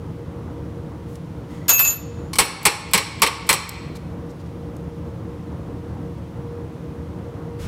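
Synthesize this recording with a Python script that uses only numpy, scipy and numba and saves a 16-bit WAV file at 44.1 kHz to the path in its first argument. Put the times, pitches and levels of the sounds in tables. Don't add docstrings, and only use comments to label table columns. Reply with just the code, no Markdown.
import sys
import numpy as np
from scipy import signal
from scipy.fft import rfft, irfft
from scipy.io import wavfile
from scipy.ndimage import uniform_filter1d, minimum_filter1d
from numba import njit

SR = 44100
rng = np.random.default_rng(int(sys.argv[2]) if len(sys.argv) > 2 else 0)


def wrap_up_sound(samples):
    columns = np.atleast_2d(samples).T
    tamed = np.clip(columns, -1, 1)
    steps = np.round(tamed * 32767).astype(np.int16)
    wavfile.write(sys.argv[1], SR, steps)


def undo_db(level):
    steps = np.asarray(level, float) / 20
    return 10 ** steps


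N = 338247


def read(table, hz):
    return np.interp(np.log(hz), np.log(np.array(table)[:, 0]), np.array(table)[:, 1])


def unit(x):
    return x / np.sqrt(np.mean(x ** 2))


def peak_one(x):
    return x / np.sqrt(2 * np.mean(x[:SR // 100] ** 2))


def fade(t, t60):
    return np.exp(-np.log(1000) * t / t60)


def resonate(x, hz, width_hz):
    return signal.lfilter(*signal.iirpeak(min(hz, .45 * SR), hz / max(width_hz, .5), SR), x)


def resonate_twice(x, hz, width_hz, second_width_hz):
    return resonate(resonate(x, hz, width_hz), hz, second_width_hz)


def fading_noise(colour, t60, length, rise_cycles):
    bands_hz = 220 * 2 ** np.arange(0, 6.3, 1 / 3)
    t = np.arange(int(length * SR)) / SR
    out = np.zeros(len(t))
    for hz in bands_hz:
        rise = (1 - np.exp(-t * hz / rise_cycles)) ** 2
        burst = rng.standard_normal(len(t)) * rise * fade(t, t60(hz))
        out += undo_db(colour(hz)) * resonate_twice(burst, hz, hz / 3, hz / 3)
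    return out


def coloured(spectrum, db):
    hz = np.maximum(np.fft.rfftfreq(N, 1 / SR), 1)
    return undo_db(db) * unit(irfft(rfft(rng.standard_normal(N)) * undo_db(read(spectrum, hz)), N))


def add(out, s, sound):
    i = int(s * SR)
    out[i:i + len(sound)] += sound[:N - i]


def narrow_noises(table):
    out = np.zeros(N)
    for hz, width_hz, db in table:
        out += undo_db(db) * unit(resonate_twice(rng.standard_normal(N), hz, width_hz, 3 * width_hz))
    return out


def slow_noise(span):
    return unit(uniform_filter1d(uniform_filter1d(rng.standard_normal(N), span), span))


def fan(swell_db=0.66, flutter_db=0.85):
    # f/Hz, level per Hz/dB
    air = [(12, -59.5), (20, -31.5), (70, -3.5), (157, -2), (202, -10), (259, -12), (309, -7.5), (436, -17),
           (471, -6), (499, -18.5), (540, -15.5), (594, -20.5), (1080, -23.5), (2000, -37), (2600, -70.5),
           (4400, -120)]
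    # f/Hz, level per Hz/dB
    hiss = [(1180, -31), (2000, -1.5), (2460, -4), (3370, -6.5), (4990, -12), (5540, -11.5), (7700, -16.5),
            (10900, -17.5), (12700, -23), (14400, -18), (16000, -25.5)]
    # f/Hz, width/Hz, level/dB
    duct = [(79.5, 10, -43), (108.5, 9.5, -43), (149.8, 5.2, -47.5), (172.6, 12, -42), (229.8, 12, -49),
            (297, 30, -46), (535.6, 28, -55.5)]
    # f/Hz, width/Hz, level/dB
    whine = [(471.1, 2.6, -45.5), (951, 4, -62), (10760, 30, -86.5), (14260, 30, -88.5)]
    unsteady = undo_db(swell_db * slow_noise(SR // 5) + flutter_db * slow_noise(SR // 25))
    rush = narrow_noises(duct) + coloured(air, -35)
    return unsteady * rush + narrow_noises(whine) + coloured(hiss, -58.5)


def shop(x, gap_s=.012):
    # f/Hz, t60/s
    room_t60 = [(200, 0.68), (1000, .9), (4000, 0.92), (9000, .48), (15000, 0.13)]
    tail = fading_noise(lambda hz: -1.0 * np.log2(hz / 1000), lambda hz: read(room_t60, hz),
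                        length=1.2, rise_cycles=6.7)
    tail = np.append(np.zeros(int(gap_s * SR)), tail / np.sqrt(np.sum(tail ** 2)))
    return signal.fftconvolve(x, tail)[:N]


def brushes(grain_db=0.0):
    # t/s, length/s, level/dB, f/Hz, width/Hz
    strokes = [(1.058, 0.14, -60, 7000, 12000), (1.471, 0.15, -56, 1980, 3000),
               (3.948, 0.032, -46, 2500, 5000), (4.289, .035, -58, 5500, 2990),
               (4.39, 0.033, -58, 3800, 2500), (4.455, 0.024, -62, 5000, 2000),
               (7.578, 0.1, -47.5, 1990, 4950), (7.591, .15, -32, 45, 40), (7.633, .1, -51, 2670, 200),
               (7.62, .1, -62, 6000, 1200)]
    out = np.zeros(N)
    for s, length, db, hz, width_hz in strokes:
        n = int(length * SR)
        grain = undo_db(grain_db * unit(uniform_filter1d(rng.standard_normal(n), 120)))
        rub = unit(resonate(grain * rng.standard_normal(n), hz, width_hz))
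        add(out, s, undo_db(db) * signal.windows.tukey(n, .6) * rub)
    return out


def scrape(start_s=1.48, end_s=1.69, level_db=-57):
    # f/Hz, width/Hz, level/dB
    tool = [(2010, 140, 2.5), (3082, 36, -8.5), (3300, 49, -8.5), (4375, 90, -11.5), (5450, 57.2, -12.5),
            (6530, 120, -10)]
    n = int((end_s - start_s) * SR)
    rub = rng.standard_normal(n) * signal.windows.tukey(n, .3)
    out = np.zeros(N)
    add(out, start_s, undo_db(level_db) * unit(sum(undo_db(db) * unit(resonate(rub, hz, w)) for hz, w, db in tool)))
    return out


def ticks(width_hz=6500):
    # t/s, peak level/dB, f/Hz, t60/s, share of bracket ring/dB
    touches = [(1.1553, -46.5, 5500, 0.019, -18.5), (2.3325, -30.5, 2997, 0.073, 1.5),
               (2.356, -30, 2805, 0.069, 2), (2.630, -36, 11500, 0.033, -11),
               (2.642, -47.5, 10000, .015, -14), (2.912, -41, 11000, 0.046, -4),
               (3.197, -45, 11020, 0.014, -11), (3.467, -42.5, 8500, 0.092, -2.5),
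               (3.6918, -30, 9400, 0.016, 0), (4.766, -51.5, 6000, 0.015, -25)]
    out, t = np.zeros(N), np.arange(int(.2 * SR)) / SR
    for s, peak_db, hz, t60, ring_db in touches:
        burst = rng.standard_normal(len(t)) * fade(t, t60)
        ring = resonate(bracket(burst, spot_db=2.5), hz, 2 * width_hz)
        click = resonate_twice(burst, hz, width_hz, 2 * width_hz)
        add(out, s, undo_db(peak_db) * (peak_one(click) + undo_db(ring_db) * peak_one(ring)))
    return out


def hammer_head(hz=13350, width_hz=300):
    # t/s, peak level/dB, t60/s
    pings = [(2.361, -45, .1), (2.39, -22, .22)]
    out, t = np.zeros(N), np.arange(int(.2 * SR)) / SR
    for s, peak_db, t60 in pings:
        burst = rng.standard_normal(len(t)) * fade(t, t60)
        add(out, s, undo_db(peak_db) * peak_one(resonate_twice(burst, hz, width_hz, 2 * width_hz)))
    return out


def bench():
    # t/s, peak level/dB, t60/s, shine above 6 kHz/dB per octave
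    knocks = [(1.6813, -21.5, .12, -3), (1.6912, -13, 0.1, -1), (1.7004, -15, 0.21, 1.5),
              (1.7792, -24.5, 0.074, -1.5), (1.7912, -15, 0.16, -2), (1.8475, -22, .17, -4),
              (1.8735, -28, 0.24, -1.5), (1.9045, -30.5, .18, -12)]
    # f/Hz, level per Hz/dB
    wood = [(240, -45.5), (400, -17.5), (1160, -7.5), (2430, -17), (2670, -12), (6240, -14), (6850, -14.5),
            (11200, -18), (13700, -17), (16000, -31.5)]
    out, t = np.zeros(N), np.arange(400) / SR
    for s, peak_db, t60, shine_db in knocks:
        colour = lambda hz: read(wood, hz) + shine_db * max(np.log2(hz / 6000), 0)
        knock = fading_noise(colour, lambda hz: t60 * (3000 / hz) ** 0.16, length=0.32, rise_cycles=2.5)
        edge = resonate(rng.standard_normal(len(t)) * np.exp(-t / .0015), 11000, 9000.0)
        add(out, s, undo_db(peak_db) * peak_one(knock))
        add(out, s, undo_db(peak_db + 2.0) * edge)
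    return out


def chisel(turn_hz=3.0, twin_t60_s=0.94, contact_s=0.0027):
    # t/s, level/dB left in second bend flatwise, edgewise, third bend flatwise, edgewise
    bounces = [
        (1.683, -32.5, -32, -31.5, -48),
        (1.692, -11.5, -14.5, -17, -5.5),
        (1.792, -36.5, -14.5, -11, -9),
        (1.848, -18.5, -17.5, -17, -22.5),
        (1.875, -17, -12, -17, -22),
        (1.908, -31.5, -23, -20.5, -27.5),
    ]
    # f/Hz, twin f/Hz, twin level/dB
    modes = [
        (6636, 6674, -18),
        (7078, 7110, -20),
        (2616, 2672, -10),
        (11822, 11853, -18),
        (13391, 13360, -16),
    ]
    # t60 in the air/s, quiet side faces the phone at t/s, for +- s, depth/dB, t60 at rest/s
    turning = [(.9, 1.691, 0.013, -13.5, .3), (.5, 1.79, .04, -22, .25), (3, 1.68, 0.06, -16, 0.47),
               (.6, 1.767, 0.033, -22, .25), (0.54, 1.715, .022, -25.5, .35)]
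    rest_s, rock_db, rock_s = 1.93, 5, .012
    flash_db, flash_s = 3.5, 0.01193
    caught_s, caught_t60_s = 1.875, .3

    t, rows, out = np.arange(N) / SR, np.array(bounces), np.zeros(N)
    start = rows[0, 0]
    last = np.maximum(np.searchsorted(rows[:, 0], t) - 1, 0)
    since = np.abs(t - rows[last, 0])
    rested = np.maximum(t - rest_s, 0)
    caught_db = -7 - 60 * (np.minimum(t, rest_s) - caught_s) / caught_t60_s
    first = -17.5 + (t > caught_s) * caught_db
    flat2, edge2, flat3, edge3 = rows[last, 1:].T
    turns = np.arange(start, rest_s + .1, .02)
    for struck_db, mode, turn in zip((flat2, edge2, first, flat3, edge3), modes, turning):
        hz, twin_hz, twin_db = mode
        t60, quiet_s, span_s, depth_db, rest_t60 = turn
        bend = turn_hz * np.interp(t, turns, rng.standard_normal(len(turns)))
        rock = np.interp(rested / rock_s, np.arange(80), np.append(0, rng.standard_normal(79)))
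        onset = np.clip((t - start) * 1000 + 1, 0, 1)
        lying = undo_db(rock_db * rock - 60 * rested / rest_t60) * onset
        db = struck_db + flash_db * np.exp(-since / flash_s) - 60 * since / t60
        db = uniform_filter1d(db, size=int(contact_s * SR) + 1)
        facing = np.clip(np.abs(t - quiet_s) / span_s, undo_db(depth_db), 1)
        out += undo_db(db) * facing * lying * np.sin(2 * np.pi * np.cumsum(hz + bend) / SR)
        twin = undo_db(twin_db + struck_db.max()) * fade(np.abs(t - start), twin_t60_s) * lying
        out += twin * np.sin(2 * np.pi * np.cumsum(twin_hz + bend) / SR)
    return out


def bracket(push, tilt=lambda hz: 0, spot_db=1.5):
    # f/Hz, width/Hz, level/dB
    modes = [(541, 39, -11), (918, 28, -5.5), (1080, 43, -1.5), (1150, 70, -4.5), (2286, 78, -1),
             (3020, 73, -9), (4210, 80, -6), (4480, 250, -8.5), (5180, 180, -7.5), (5510, 90, -13.5),
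             (7790, 130, -2), (8130, 86, -8.5), (8360, 66.7, -7.5), (9360, 50, -5.5), (9620, 91.2, -7),
             (10800, 78, -10.5), (11800, 120, -8), (13100, 210, -19.5)]
    out = np.zeros(len(push))
    for hz, width_hz, db in modes:
        strength = undo_db(db + tilt(hz) + spot_db * rng.standard_normal())
        out += strength * resonate(push, hz, width_hz) * np.sqrt(1000 / width_hz)
    return out


def clamp_ring(t):
    # f/Hz, width/Hz, level/dB
    clusters = [(1050, 120, -1.5), (1690, 80, -9.5), (2232, 25, -9.5), (2670, 113.6, -6.5),
                (4170, 90, -6.5), (4500, 250, -16.5), (5510, 100, -7), (7740, 84, -8.5), (9000, 78, -17),
                (9760, 107, -14.5), (10800, 63, -25.5), (13300, 64, -33)]
    # f/Hz, t60/s
    ring_t60 = [(500, 0.57), (2300, 0.43), (6000, .5), (13000, 0.253)]
    out = np.zeros(len(t))
    for hz, width_hz, db in clusters:
        beating = unit(resonate(rng.standard_normal(len(t)), hz, 1.8 * width_hz))
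        out += undo_db(db) * beating * fade(t, read(ring_t60, hz))
    return out


def bench_thud(t, thud_s=0.0067):
    # f/Hz, width/Hz, level/dB
    boards = [(70, 50, 3), (110, 51.2, -3), (180, 74.3, 18), (298.7, 153, 3), (510, 148, 6.5)]
    push = (1 + 1.9 * rng.standard_normal(len(t))) * t / thud_s * np.exp(-t / thud_s)
    thud = sum(undo_db(db) * resonate_twice(push, hz, w, 2 * w) for hz, w, db in boards)
    return thud / np.abs(thud).max()


def phone_jolt(t, hz=70, late_s=0.022, length_s=.007):
    return np.cos(2 * np.pi * hz * (t - late_s)) * np.exp(-((t - late_s) / length_s) ** 2)


def hammer(chatter_s=0.00572, crack_s=.0012, modes_db=-0.5, clamp_db=-18.5):
    # t/s, peak level/dB, then against the peak body/dB, shine/dB, crack/dB
    blows = [
        (2.3854, -2.5, -0.5, 3, -8),
        (2.6530, -3, 1, 4, -8),
        (2.9345, -3.5, 0, 2.5, 10),
        (2.9777, -14.5, -2.5, -5, 10),
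        (3.2194, -4.5, 2, 2.5, 1),
        (3.2630, -15.5, -4, -11, 1),
        (3.4907, -4, 2, 2.5, -3.5),
        (3.5287, -14.5, 2, 2, 13),
    ]
    # f/Hz, level per Hz/dB
    clank_colour = [(150, -41.5), (250, -19), (476, -3), (651, -24), (890, -2), (1450, -14), (2200, -1.5),
                    (2530, -9), (4340, -9), (6820, -17.5), (9490, -11), (13400, -25.5), (16000, -27)]
    # f/Hz, t60/s
    clank_t60 = [(300, 0.21), (1000, .12), (3000, 0.14), (8000, .085), (15000, .065)]
    out, t = np.zeros(N), np.arange(int(.6 * SR)) / SR
    for s, peak_db, body_db, shine_db, crack_db in blows:
        tilt = lambda hz: np.interp(np.log(hz), np.log([1000, 3500, 10000]), [body_db, 0, shine_db])
        clank = fading_noise(lambda hz: read(clank_colour, hz) + tilt(hz), lambda hz: read(clank_t60, hz),
                             length=.6, rise_cycles=2.3)
        crack = resonate(np.sign(rng.standard_normal(len(t))) * np.exp(-t / crack_s), 5995, 11000.0)
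        rattle = np.exp(-t / crack_s) + 1.2 * t / chatter_s * np.exp(1 - t / chatter_s)
        chatter = rng.standard_normal(len(t)) ** 3 * rattle
        modes = peak_one(bracket(chatter, tilt))
        blow = peak_one(clank) + undo_db(modes_db) * modes + undo_db(clamp_db) * clamp_ring(t)
        blow += undo_db(crack_db) * crack
        blow += undo_db(-9.5 + 0.55 * peak_db) * bench_thud(t)
        add(out, s, undo_db(peak_db) * blow)
        add(out, s, undo_db(-26 + body_db + 2 * peak_db) * phone_jolt(t))
    return out


def scene():
    fingers = ticks() + brushes() + scrape()
    heavy = hammer() + hammer_head() + bench() + fingers
    ring = chisel()
    to_walls = undo_db(-17.0) * heavy + undo_db(-20.0) * resonate_twice(ring, 8000, 7000.0, 7000.0)
    return (heavy + ring + shop(to_walls) + fan())[None]


@njit
def follow(x, attack, release):
    y, e = np.empty(len(x)), 0.
    for i in range(len(x)):
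        e += (x[i] - e) * (attack if x[i] > e else release)
        y[i] = e
    return y


def top_cut(x):
    return signal.sosfilt(signal.butter(12, 16800, fs=SR, output="sos"), x)


def record(dry, knee_db=-25.5, squeeze=0.31, hold_s=0.15, release_s=.05, top=0.94, limit_s=0.0052):
    hold = int(hold_s * SR)
    level = follow(np.abs(dry[0]), 1 / (0.0076 * SR), 1 / (0.0077 * SR))
    recent = np.roll(-minimum_filter1d(-level, size=hold), hold // 2)
    held = follow(recent, 1 / (0.025 * SR), 1 / (release_s * SR))
    x = dry[0] * np.minimum(undo_db(knee_db) / (held + 1e-9), 1) ** squeeze * undo_db(1.22)
    crest = follow(-minimum_filter1d(-np.abs(x), size=45), 0.99, 1 / (limit_s * SR))
    x = x * uniform_filter1d(np.minimum(top / (crest + 1e-9), 1), size=21)
    x = signal.sosfilt(signal.ellip(8, .2, 60, 15800, fs=SR, output="sos"), x)
    x = signal.sosfilt(signal.butter(2, 30, "high", fs=SR, output="sos"), x)
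    return top_cut(np.clip(x, -1, 1)[None])


dry = scene()
out = record(dry)
wrap_up_sound(out)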